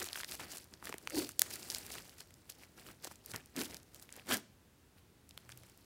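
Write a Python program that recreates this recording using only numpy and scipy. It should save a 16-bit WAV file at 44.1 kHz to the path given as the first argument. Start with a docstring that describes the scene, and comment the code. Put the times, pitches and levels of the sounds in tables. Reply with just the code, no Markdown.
"""Two hands knead a lump of thick, sticky slime on a table, close up in a small, quiet, dry room.
Quick strokes open in fine crackle, made of swarms of tiny ringing bursts over hiss, with dull noise as rub.
Larger bubbles pop one by one; at 1.2 s a fold squeezes air from hollow pockets, as resonant noise,
and two sharp snaps follow near 1.4 s. Strokes grow sparser; the strongest, at 4.3 s, squishes again.
After a lull, the last soft strokes come with a low drone of pressing palms at 5.5 s."""
import sys
import numpy as np
from scipy import signal
from scipy.fft import rfft, irfft, next_fast_len
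from scipy.io import wavfile
from scipy.ndimage import map_coordinates

SR = 44100
rng = np.random.default_rng(int(sys.argv[2]) if len(sys.argv) > 2 else 0)


def pcm_store(signal):
    """Save signal as 16-bit PCM."""
    levels = np.round(np.clip(np.atleast_2d(signal), -1, 1) * 32767)
    wavfile.write(sys.argv[1], SR, levels.astype(np.int16).T)


N = 257984
TOP_HZ = 16000  # upper band limit
USUAL_DB = -55  # crackle level of the usual effort


def amp(db):
    """Decibels to gain."""
    return 10 ** (np.asarray(db) / 20)


def unit(x):
    """x at rms 1."""
    return x / np.sqrt(np.mean(x ** 2) + 1e-20)


def along(points, hz):
    """(Hz, value) points read on a log frequency axis."""
    f, value = np.transpose(points)
    return np.interp(np.log(hz + 1), np.log(f + 1), value)


def filtered(x, response):
    """x times a response of frequency, padded so that the end does not wrap round."""
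    size = next_fast_len(N + 8192)
    spectrum = rfft(x, size) * response(np.fft.rfftfreq(size, 1 / SR))
    return irfft(spectrum, size)[:N]


def coloured(x, curve):
    """x shaped by (Hz, dB) points, at rms 1."""
    return unit(filtered(x, lambda hz: amp(along(curve, hz))))


def steady(x, span):
    """x with its level evened out over span seconds, at rms 1; faster detail stays."""
    window = signal.windows.hann(int(span * SR) + 3)
    power = signal.fftconvolve(x ** 2, window, "same")
    return unit(x / np.sqrt(np.abs(power) + 1e-3 * power.mean()))


def burst(hz, cycles, t):
    """A torn bubble, at peak 1: its cavity rings for a cycle or two and pushes out no net air."""
    turns = hz * t
    onset = (1 - np.exp(-2 * np.pi * turns)) ** 2
    swing = np.sin(2 * np.pi * turns) * np.exp(-turns / cycles) * onset
    wave = np.diff(swing, prepend=0)
    return wave / np.abs(wave).max(axis=-1, keepdims=True)


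def grains(rate, hz, spread, cycles, scatter_db, size):
    """A swarm of tiny bursts of random pitch and strength; rate is per second, for each sample."""
    starts = np.flatnonzero(rng.random(N) < rate / SR)
    pitch, strength, sign = rng.standard_normal((len(starts), 3)).T
    pitch = hz * np.exp(spread * pitch)
    strength = np.sign(sign) * amp(scatter_db * np.minimum(strength, 2))
    strength *= pitch < TOP_HZ  # bursts above the band limit are silent
    waves = burst(pitch[:, None], cycles, np.arange(size) / SR)
    waves = (strength * np.sqrt(pitch))[:, None] * waves
    places = starts[:, None] + np.arange(size)
    return unit(np.bincount(places.ravel(), waves.ravel(), N + size)[:N])


def crackle(level_db, curve, rate, hz, spread, cycles, scatter_db, hiss, size):
    """Slime peeling and tearing: harder work bursts more bubbles, over a hiss of escaping air."""
    density = rate * amp(.4 * (level_db - USUAL_DB))
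    swarm = steady(grains(density, hz, spread, cycles, scatter_db, size), span=.05)
    # the surface lets go in little jerks: a random level, 90 knots per second
    knots = np.arange(N) * 90 / SR
    jerks = amp(2.1023 * map_coordinates(rng.standard_normal(int(knots[-1]) + 4), [knots]))
    return amp(level_db) * coloured(jerks * (swarm + hiss * rng.standard_normal(N)), curve)


# Tone of the surface crackle: (frequency [Hz], gain [dB])
SURFACE_TONE = [(1500, -22), (2600, -1), (3400, -3.5), (4700, 0.5), (6500, -4.5), (8500, -2.3018),
                (12300, -3.5), (13500, -3), (15500, -1.5), (16500, -24.5)]
SURFACE_DB = -0.6  # balance in the mix


def surface_crackle(level_db):
    """Fine threads and bubbles bursting on the surface, as a dense swarm of high, short rings."""
    fine = crackle(level_db, SURFACE_TONE, rate=3000, hz=7332.9, spread=.5,
                   cycles=1.7, scatter_db=6, hiss=0.68, size=120)
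    return amp(SURFACE_DB) * fine


# Tone of the squelch: (frequency [Hz], gain [dB])
SQUELCH_TONE = [(250, -26.5), (500, -6), (750, -3), (1050, -7), (1600, -3.5), (2500, -3.5), (3600, -6.5),
                (7000, -33.5)]
SQUELCH_DB = -0.3  # balance in the mix


def squelch(level_db):
    """Wetter bursts inside the lump, as a sparser swarm of lower, quickly damped rings."""
    wet = crackle(level_db, SQUELCH_TONE, rate=1200, hz=1537.3, spread=0.566,
                  cycles=.9, scatter_db=3.5, hiss=.35, size=320)
    return amp(SQUELCH_DB) * wet


# Tone of the rub: (frequency [Hz], gain [dB])
RUB_TONE = [(25, -41), (60, -1.5), (110, -0.5), (200, -3.5), (350, 0), (550, -7), (900, -16), (2500, -57.5)]
RUB_DB = -0.8  # balance in the mix


def rub(level_db):
    """The dull rub of skin on the mass, as low, steadied noise."""
    noise = coloured(rng.standard_normal(N), RUB_TONE)
    return amp(RUB_DB) * amp(level_db) * steady(noise, span=0.089)


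# Pulls and squeezes of the hands, levels before the mix balance: (time at full effort [s], hold [s],
# rise [s], fall [s], crackle level [dB], squelch over crackle [dB], rub over crackle [dB])
HAND_STROKES = [ (0.0, .06, .02, .05, -48.5, -4, -11), (0.17, .04, .04, .03, -50, -4, -13),
                (0.293, .048, .018, 0.03498, -49, -9, -9), (0.4, 0.009425, 0.008226, 0.06752, -51, 1, -1),
                (0.505, 0.05357, 0.014348, 0.044777, -51, -7, -9.5),
                (0.732, 0.004849, 0.012464, 0.019633, -61, -4, 2),
                (0.858, 0.019283, 0.023584, 0.06217, -55, -1, -2.5),
                (1.05, 0.004853, 0.040893, 0.03034, -62, -6, 3.5),
                (1.182, 0.013006, 0.032856, 0.05073, -41, -9, -6),
                (1.405, 0.56204, 0.0080733, .14, -55.5, -5, -4.5),
                (1.51, 0.029298, 0.01199, 0.030092, -49.5, -8, -9),
                (1.71, 0.06048, 0.020605, 0.041204, -51, -10, -22),
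                (1.95, .035, 0.029767, .012, -53, -5, -7),
                (2.205, 0.004855, 0.022855, 0.017858, -55.5, -5, -17.5),
                (2.495, 0.005287, 0.0051073, 0.019936, -54.5, -10, -16),
                (2.62, 0.007851, 0.034432, 0.027642, -60, -1, -4.5),
                (2.777, 0.019637, 0.010104, 0.04008, -59.5, -2, -3),
                (2.87, 0.033016, 0.02471, 0.028755, -59, -1, 0.5),
                (3.046, .006, .014, 0.012088, -51, -5, -11), (3.071, .005, .006, .008, -53, -1, -7),
                (3.112, 0.00597, 0.010132, 0.014873, -56, -4, -9.5),
                (3.303, .015, 0.030984, .007, -53.5, -8, -6), (3.341, 0.007205, 0.0050094, .035, -55, 4, 3),
                (3.568, .02, .011, .025, -48.5, -1, -4), (3.604, .014, .012, 0.035233, -43, -7, -7),
                (3.7, 0.039224, 0.031163, 0.03902, -58, -2.5, 2),
                (3.958, 0.006042, 0.015156, 0.030052, -59, -8, -3.5),
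                (4.023, 0.004797, 0.008084, .02, -59, -7, -6),
                (4.159, 0.041227, 0.059515, 0.029814, -63, 1, -2),
                (4.308, 0.03125, 0.015144, 0.020195, -37, -1.5, -9.5),
                (4.977, 0.004403, 0.009951, 0.02773, -72, 0, -8.5),
                (5.371, 0.10044, 0.05834, 0.030316, -72.5, -1, 1),
                (5.504, 0.014977, 0.012237, 0.02563, -61, -5, -5.5),
                (5.569, 0.02838, 0.031204, 0.3522, -68, -4, -1)]
# The lump clings faintly while it is held: same columns
CLINGING_GRIP = (0.0, 4, .02, 0.0152, -74, -7, 1)


def effort():
    """Each stroke rises, holds and lets go; gives the dB of crackle, squelch and rub for each sample."""
    t = np.arange(0, N + 64, 32) / SR
    power = 1e-9  # floor
    for s, hold, rise, fall, db, squelch_db, rub_db in HAND_STROKES + [CLINGING_GRIP]:
        before = np.maximum(s - t, 0)
        after = np.maximum(t - s - hold, 0)
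        push = np.exp(-before / rise - after / fall)
        power = power + np.outer(amp([db, db + squelch_db, db + rub_db]), push) ** 2
    return [np.interp(np.arange(N) / SR, t, level_db) for level_db in 10 * np.log10(power)]


# The larger bubbles: (time [s], peak level without the plop [dB], ring [Hz], film snap share [0-1])
LARGE_BUBBLES = [(0.017, -29, 1760, 0), (0.022, -31.5, 1237, 0), (0.0433, -25, 7000, .5),
                 (0.0876, -28.5, 4240, .05), (0.131, -23.5, 4021, 0.18), (0.1575, -28, 1645, 0.01),
                 (0.174, -34, 1632, 0), (0.195, -27, 9024, 0.62), (0.2028, -32.5, 1506, 0),
                 (0.234, -28.5, 1950, 0), (0.246, -25.5, 4339, 0.54), (0.313, -26, 8540, 0.55),
                 (0.321, -26.5, 4351, 0.38), (0.3968, -35, 768.7, 0.6), (0.5715, -27, 8500, 0.49),
                 (0.643, -37.5, 11970, 0.52), (0.7386, -34.5, 4808, 0), (0.8263, -38, 963.7, 0.01),
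                 (0.8551, -25, 11970, .5), (0.871, -30.5, 1651, 0.1), (0.8933, -31, 1220, 0.88),
                 (0.8973, -35, 422.9, 0.89), (0.926, -25.5, 2600, .12), (0.9412, -30, 1821, 0.48),
                 (0.9426, -39, 297.5, .4), (0.9824, -28.5, 8898, 0.43), (1.0739, -23, 2380, .12),
                 (1.099, -28, 5759, 0.31), (1.106, -29.5, 2409, 0.85), (1.2916, -24, 8622, 0.55),
                 (1.319, -35, 7997, 0.76), (1.3945, -3.5, 10200, 0.24), (1.4188, 0, 11190, 0.5),
                 (1.4192, -29, 1550, .15), (1.506, -30, 5863, 0.17), (1.7017, -19.5, 4925, 0.03),
                 (1.7076, -26, 5300, .2), (1.718, -27.5, 4903, 0.31), (1.748, -19, 5048, 0.4),
                 (1.784, -24.5, 8352, 0.51), (1.865, -30, 8200, .6), (2.206, -32.5, 4184, .7),
                 (2.3073, -44, 2977, .8), (2.498, -31, 6000, 0.42), (2.8655, -41, 1471, .5),
                 (2.8873, -39, 1270, 0.23), (3.046, -24.5, 7102, 0.45), (3.0521, -43, 543, .02),
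                 (3.0722, -34.5, 950, 0.82), (3.1132, -39, 1008, 0.7), (3.1575, -38.5, 7460, 0.51),
                 (3.261, -26.5, 11520, 0.01), (3.3166, -31.5, 5887, .6), (3.3374, -33.5, 1629, 0.33),
                 (3.344, -35, 970, .6), (3.3613, -23.5, 5933, .8), (3.4596, -37.5, 9152, 0.59),
                 (3.5644, -25.5, 6933, 0.71), (3.609, -26, 4131, .23), (3.6146, -23.5, 4948, 0.2),
                 (3.745, -28, 4856, .6), (3.7687, -31, 5902, .5), (3.9463, -30.5, 11990, 0.17),
                 (4.0257, -32, 11960, 0.04), (4.0915, -42, 2021, .3), (4.1746, -46, 479.9, 0.29),
                 (4.1966, -40.5, 2449, 0.14), (4.1256, -30, 7303, 0.54), (4.1649, -32.5, 10630, 0.05),
                 (4.3228, -21.5, 3329, 0.06), (4.3698, -22.5, 11210, .2), (5.2921, -37, 8968, 0.32),
                 (5.3093, -40.5, 4231, 0.25), (5.3766, -30, 3120, .45), (5.4926, -37.5, 1472, 0.55),
                 (5.5015, -42, 1500, .6), (5.5193, -35.5, 5970, .2), (5.523, -38.5, 3010, .05),
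                 (5.5752, -33, 11730, 0.2), (5.6351, -43, 2100, .8)]
# every burst also gives the soft mass a short, low plop
PLOP_HZ, PLOP_DB = 560, -17.5  # its ring, and its level beside the pop of a large bubble
LARGE_HZ, PLOP_FALLS = 2296.3, 1.4315  # bubbles that ring higher plop less, by this power of pitch


def pops(bubbles, size=900, count=3):
    """Each bubble's film snaps and its cavity rings; the tear takes a few small neighbours with it."""
    out, t = np.zeros(N + 2 * size), np.arange(size) / SR
    film = burst(6500, 0.32, t)
    low_plop = amp(PLOP_DB) * burst(PLOP_HZ, 0.5061, t)
    for s, db, hz, snap in bubbles:
        snap = np.clip(snap, .01, .8)
        # the smallest cavities barely ring
        ring = burst(hz, np.clip(.9 - (hz / 16000) ** 2, .4, 2), t)
        sizzle = np.convolve(rng.standard_normal(size), [1, 1, -1, -1], "same") * np.exp(-t / .001)
        pop = np.sqrt(1 - snap) * ring + np.sqrt(snap) * (film + 0.088 * sizzle)
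        plop = min(1, LARGE_HZ / hz) ** PLOP_FALLS * low_plop
        out[int(s * SR):][:size] += amp(db) * (pop / np.abs(pop).max() + plop)
        # neighbours stay small, however hard the main bubble snaps
        neighbour_db = min(db, -22) - 11.5
        for lag, pitch, strength in rng.standard_normal((count, 3)):
            near_hz = np.clip(.8 * hz * np.exp(.6 * pitch), 200, 12000)
            start = max(0, int((s + .0004 + .0008 * lag) * SR))
            gain = amp(neighbour_db + 2 * strength) * np.sqrt(near_hz / hz)
            out[start:][:size] += gain * burst(near_hz, 1.2, t)
    return out[:N]


STRAY_PER_S, STRAY_HZ, STRAY_SPREAD = 28, 5200, .6  # rate at usual effort, typical ring, log spread
STRAY_DB, STRAY_SCATTER_DB, STRAY_GROWS = -36, 3.5, 0.6348  # peak at usual effort, spread, dB per dB
STRAY_DB_PER_OCTAVE = 3.5  # the smaller the bubble, the sharper its peak
STRAY_DOUBLES_DB, STRAY_MOST_PER_S = 5, 95  # the rate doubles with this much more effort, up to a limit


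def stray_bubbles(work_db, count=700):
    """Small bubbles at random moments, more and louder with harder work; rows as in LARGE_BUBBLES."""
    moment, luck, snap = rng.random((count, 3)).T
    strength, pitch = np.clip(rng.standard_normal((count, 2)), -2, 1.5).T
    push_db = work_db[(moment * N).astype(int)] - USUAL_DB
    rate = np.minimum(STRAY_PER_S * 2 ** (push_db / STRAY_DOUBLES_DB), STRAY_MOST_PER_S)
    hz = np.minimum(STRAY_HZ * np.exp(STRAY_SPREAD * pitch), 12000)
    db = STRAY_DB + STRAY_GROWS * push_db + STRAY_SCATTER_DB * strength
    db += STRAY_DB_PER_OCTAVE * np.log2(hz / STRAY_HZ)
    # of the candidates, keep as many as the rate asks for
    kept = luck < rate * N / SR / count
    return list(np.column_stack([moment * N / SR, db, hz, snap])[kept])


def resonance(s, db, hz, width, rise, fall):
    """A hollow resonance, fluttering as the push on it swells and lets go."""
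    t = np.arange(N) / SR - s
    swell = np.exp(-np.abs(t / np.where(t < 0, rise, fall)) ** 1.3)

    def stage(f):
        return 1j * f * width / (hz * hz - f * f + 1j * f * width)

    # two stages in a row make one peak with steep skirts
    ring = filtered(rng.standard_normal(N), lambda f: stage(f) ** 2)
    return amp(db) * swell * steady(ring, span=.04)


# Air pockets squeezed by a fold:
# (peak time [s], rms level at the peak [dB], resonance [Hz], width [Hz], rise [s], fall [s])
AIR_POCKETS = [ (0.020, -48, 360, 130, .015, .02), (1.137, -48.5, 520, 140, .015, .014),
               (1.150, -38, 335, 100, .012, .01), (1.181, -32.5, 332, 80, .014, .022),
               (1.178, -48.5, 740, 250, .022, .018), (1.170, -47, 4600, 800, .035, .05),
               (1.222, -42, 290, 150, .01, .035), (3.344, -48, 130, 65, .012, .016),
               (3.580, -39.5, 265, 130, .014, .055), (4.308, -42, 345, 170, .02, .05),
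               (4.333, -42.5, 224, 65, .035, .04), (4.325, -48.5, 615, 100, .025, .025),
               (4.336, -36.8, 1670, 280, .016, .015), (4.330, -41, 3200, 550, .02, .018), ]


def squishes():
    """Air forced through the pockets that the folds have trapped, as swells of resonant noise."""
    return sum(resonance(*pocket) for pocket in AIR_POCKETS)


# The palms pressing down:
# (peak time [s], rms level at the peak [dB], resonance [Hz], width [Hz], rise [s], fall [s])
PALM_PRESS = (5.55, -63, 121, 10, .11, .15)


def press_drone():
    """A low drone while the palms press down, as a narrow band of noise."""
    return resonance(*PALM_PRESS)


# Decay of the room: (frequency [Hz], time to fall by 60 dB [s])
WALL_DECAY = [(150, 0.44), (1500, 0.4), (6000, 0.46), (15000, .12)]
ROOM_DB = -22.5  # reverberation beside the dry slime


def room(x):
    """The walls answer faintly with a decaying noise tail whose highest treble dies first."""
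    hz, t, z = signal.stft(rng.standard_normal(SR // 2), SR, nperseg=256)
    decay = amp(-60 * t / along(WALL_DECAY, hz)[:, None])
    tail = signal.istft(z * decay, SR, nperseg=256)[1]
    tail *= 1 - np.exp(-(np.arange(len(tail)) / SR / 0.005) ** 2)  # soft onset over some 5 ms
    return amp(ROOM_DB) * signal.fftconvolve(x, tail / np.linalg.norm(tail))[:N]


# Tone of the quiet room: (frequency [Hz], gain [dB])
AIR_TONE = [(20, -29.5), (35, -19), (55, -2.5), (80, 0), (160, -6), (300, -9.5), (600, -18), (1500, -22),
            (6000, -28), (15500, -31.5)]
AIR_DB = -65.5  # rms level


def quiet_air():
    """The faint, mostly low noise of the quiet room."""
    return amp(AIR_DB) * coloured(rng.standard_normal(N), AIR_TONE)


def scene():
    """Slime and table in the quiet room."""
    fine_db, wet_db, rub_db = effort()
    kneading = surface_crackle(fine_db) + squelch(wet_db) + rub(rub_db)
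    bubbles = pops(LARGE_BUBBLES + stray_bubbles(fine_db))
    slime = kneading + bubbles + squishes() + press_drone()
    return (slime + room(slime) + quiet_air())[None]


def record(dry):
    """A very steep low-pass leaves almost nothing above the band limit."""
    return filtered(dry[0], lambda hz: 1 / np.sqrt(1 + (hz / TOP_HZ) ** 160))[None]


dry = scene()
out = record(dry)
pcm_store(out)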